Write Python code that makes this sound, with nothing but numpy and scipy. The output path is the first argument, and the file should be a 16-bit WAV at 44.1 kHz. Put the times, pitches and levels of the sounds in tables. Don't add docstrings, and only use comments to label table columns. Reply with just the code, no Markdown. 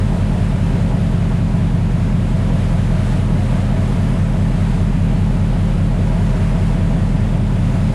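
import sys
import numpy as np
from scipy import signal
from scipy.fft import rfft, irfft, next_fast_len
from scipy.io import wavfile
from scipy.ndimage import uniform_filter1d, minimum_filter1d, map_coordinates

SR = 44100
rng = np.random.default_rng(int(sys.argv[2]) if len(sys.argv) > 2 else 0)


def pcm_store(signal):
    levels = np.round(np.clip(np.atleast_2d(signal), -1, 1) * 32767)
    wavfile.write(sys.argv[1], SR, levels.astype(np.int16).T)


N = 350154


def amp(db):
    return 10 ** (np.asarray(db) / 20)


def unit(x):
    return x / np.sqrt(np.mean(x ** 2) + 1e-20)


def curves(rows):
    seconds, *columns = np.transpose(rows)
    t = np.arange(N) / SR
    return [np.interp(t, seconds, column) for column in columns]


def wobble(knots_per_s):
    knots = rng.standard_normal(int(N * knots_per_s / SR) + 4)
    return map_coordinates(knots, [np.arange(N) * knots_per_s / SR])


def filtered(x, response):
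    size = next_fast_len(N + SR // 2)
    hz = np.fft.rfftfreq(size, 1 / SR)
    return irfft(rfft(x, size) * response(hz), size)[:N]


def coloured(x, spectrum):
    f, db = np.transpose(spectrum)
    return unit(filtered(x, lambda hz: amp(np.interp(np.log(hz + 1), np.log(f), db))))


def patchy_noise(patchy_db):
    bins = signal.stft(rng.standard_normal(N), nperseg=512)[2]
    across_hz = uniform_filter1d(rng.standard_normal(bins.shape), size=8, axis=0)
    patches = uniform_filter1d(across_hz, size=16, axis=1)
    noise = signal.istft(bins * amp(patchy_db * unit(patches)), nperseg=512)[1]
    return unit(noise[:N])


def repeated(shape, cycles):
    return np.interp(cycles % 1, np.linspace(0, 1, len(shape) + 1), np.append(shape, shape[0]))


# time in seconds, four-stroke cycles per second.
MAIN_SPEED = [(0.0, 5.0002), (1.5, 4.9973), (3.0, 4.996), (3.9, 5.0047), (4.7, 4.9939), (5.5, 4.9836),
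              (6.4, 4.9974), (7.2, 5.0169), (7.94, 5.0132)]


def main_cycles():
    return np.cumsum(curves(MAIN_SPEED)[0]) / SR


CYLINDERS = [(0.105, 1.26), (0.199, 0.79), (0.321, 1.05), (0.446, 1.36), (0.566, 0.94), (0.686, 1.21),
             (0.857, 0.59), (0.981, 0.91)]
# frequency in Hz, delay in seconds.
PIPE_DELAY = [(40, 0.019), (90, 0.0), (130, 0.0062), (170, 0.018), (220, 0.0079)]


def exhaust(orders, cycles, cycle_hz, size=4096):
    when, strength = np.transpose(CYLINDERS)
    turn = np.arange(size) / size
    delay_s = np.interp(np.arange(size) * cycle_hz, *np.transpose(PIPE_DELAY))
    lag = np.cumsum(delay_s) * cycle_hz
    pressure = np.zeros(size)
    for k, db in orders:
        push = np.sum(strength * np.exp(-2j * np.pi * k * when))
        phase = 2 * np.pi * (k * turn - lag[k]) + np.angle(push)
        pressure += np.sqrt(2) * amp(db) * np.cos(phase)
    return repeated(pressure, cycles)


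# multiple of the cycle rate, level in dB rms.
MAIN_ORDERS = [(7, -33), (8, -22), (9, -26), (10, -38), (14, -33), (18, -25), (19, -24), (20, -36),
               (21, -39), (23, -40), (24, -26), (25, -30), (26, -30), (27, -28), (29, -38), (30, -38),
               (31, -42), (32, -36), (33, -27), (34, -36), (35, -29), (36, -35), (37, -36), (39, -39),
               (40, -36), (41, -27), (42, -39), (44, -43), (45, -47), (49, -46), (50, -38), (51, -45),
               (54, -44), (77, -45), (107, -47)]
# multiple of the cycle rate, level in dB rms.
TWIN_ORDERS = [(8, -38), (9, -40), (17, -44), (20, -35), (21, -36), (23, -42), (24, -32), (25, -41),
               (28, -40), (30, -35), (31, -34), (32, -35), (33, -31), (34, -40), (44, -44), (54, -43),
               (55, -44), (107, -48)]
# time in seconds, gain in dB.
DEEP_GAIN = [(0, -.3), (1.5, -1), (2.7, 1), (4, -1), (4.8, 0.5), (5.6, 1), (6.6, 1.5), (7.2, 0),
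             (7.94, -2.5)]
TWIN_HZ = 4.99


def engines(cycles, deep_hz=60):
    scatter_db = .25
    jitter, hunting, twin_lead = .0003, .002, .438
    main = exhaust(MAIN_ORDERS, cycles + jitter * wobble(30), MAIN_SPEED[0][1])
    main = main * amp(scatter_db * wobble(40))
    twin_cycles = TWIN_HZ * np.arange(N) / SR + twin_lead + hunting * wobble(1.285)
    twin = exhaust(TWIN_ORDERS, twin_cycles, TWIN_HZ) * amp(scatter_db * wobble(40))
    both = main + twin
    deep = filtered(both, lambda hz: 1 / (1 + (hz / deep_hz) ** 10))
    return both + (amp(curves(DEEP_GAIN)[0]) - 1) * deep


# frequency in Hz, relative level in dB per Hz.
GAS_SPECTRUM = [(15, -35), (25, -20), (42, -10), (62, -11), (95, -5), (165, 0), (220, 0), (245, -5),
                (320, -8.5), (430, -14), (900, -24), (2500, -48), (9000, -100)]


def rumble(rumble_db=-28.0, patchy_db=1.0):
    return amp(rumble_db) * coloured(patchy_noise(patchy_db), GAS_SPECTRUM)


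# frequency in Hz, half the bandwidth of one resonator stage in Hz,
# level in dB rms, point in the cycle from 0 to 1 where it swells.
FUNNEL_MODES = [(267.1, 7.6, -39, 0.82), (385.3, 42, -42.5, 0.83), (470, 12.5, -44.5, 0.73),
                (540, 12, -50, 0.67), (599.6, 35, -45.5, 0.65), (649, 46, -37, 0.84), (705, 10, -51.5, 1),
                (819, 77, -42, 0.63), (955.6, 12.4, -48, 0.61)]
SWELL_S, SWELL_CREST_S = 3.1, 0.25
RASP_SWELL_DB = 1.34


def rasp(cycles, locked=0.44, swell_db=3.5, uneven_db=0.45, turn_db=0.5, turn_at=0.42):
    share = np.clip(locked, 0, 1)
    valves = unit(repeated(rng.standard_normal(size=8192), cycles))
    gas = np.sqrt(share) * valves + np.sqrt(1 - share) * rng.standard_normal(N)
    swell = np.cos(2 * np.pi * (np.arange(N) / SR - SWELL_CREST_S) / SWELL_S)
    shaft = np.cos(2 * np.pi * 2 * (cycles - turn_at))
    load_db = RASP_SWELL_DB * swell + turn_db * shaft + uneven_db * wobble(6)
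    out = np.zeros(N)
    for hz, width, db, when in FUNNEL_MODES:
        ring = filtered(gas, lambda f: (1j * f * 2 * width / (hz * hz - f * f + 1j * f * 2 * width)) ** 2)
        chuff = amp(swell_db * np.cos(2 * np.pi * (cycles - when)) + load_db)
        out += amp(db) * unit(ring * chuff)
    return out


# crest time in seconds, rise of the foam over calm water in dB, build-up in seconds.
BREAKERS = [(0.55, 2, 1), (2.8, 2.5, 0.45), (3.14, 3.5, 0.14), (3.5, 2.5, 0.28), (4.06, 3, 0.33),
            (4.71, 2.5, 0.33), (5.66, 1, 0.48), (6.55, 2.5, 0.4), (7.85, 2, 0.33)]
COLLAPSE = 0.51


def breaking():
    t = np.arange(N) / SR
    rise_db = np.zeros(N)
    for crest, db, build in BREAKERS:
        spread = np.where(t < crest, build, COLLAPSE * build)
        rise_db += db * np.exp(-((t - crest) / spread) ** 2)
    return rise_db


# frequency in Hz, relative level in dB per Hz.
WASH_SPECTRUM = [(100, -8.5), (400, 2), (800, -1), (1300, -2.5), (2000, -5), (3000, -9.5), (4000, -14.5),
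                 (5500, -23), (9000, -36), (16000, -70)]
# frequency in Hz, relative level in dB per Hz.
FOAM_SPECTRUM = [(1500, -17), (3500, -5), (4900, 1.5), (5700, -0.5), (6800, 2), (8500, 0.5), (10000, 0.5),
                 (11000, -5.5), (12000, -12), (13200, -16), (14200, -23), (15700, -31)]
WASH_DB, FOAM_DB = -35.5, -50.5
WASH_FOLLOWS = 0.68


def sea(wash_patchy_db=0.5, bursts_per_s=900, crackle=0.28, slop_db=0.49):
    surge_db = breaking() + slop_db * wobble(12)
    wash = coloured(patchy_noise(wash_patchy_db), WASH_SPECTRUM)
    bursts = (rng.random(N) < bursts_per_s / SR) * rng.standard_normal(N)
    foam = coloured(patchy_noise(patchy_db=0.7) + crackle * unit(bursts), FOAM_SPECTRUM)
    return amp(WASH_DB + WASH_FOLLOWS * surge_db) * wash + amp(FOAM_DB + surge_db) * foam


def scene():
    cycles = main_cycles()
    return (engines(cycles) + rumble() + rasp(cycles) + sea())[None]


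def record(dry):
    ceiling, top_hz = .5, 15720
    needed = np.minimum(1, ceiling / (np.abs(dry[0]) + 1e-9))
    gain = uniform_filter1d(minimum_filter1d(needed, size=300), size=300)
    return filtered(dry[0] * gain, lambda hz: hz < top_hz)[None]


dry = scene()
out = record(dry)
pcm_store(out)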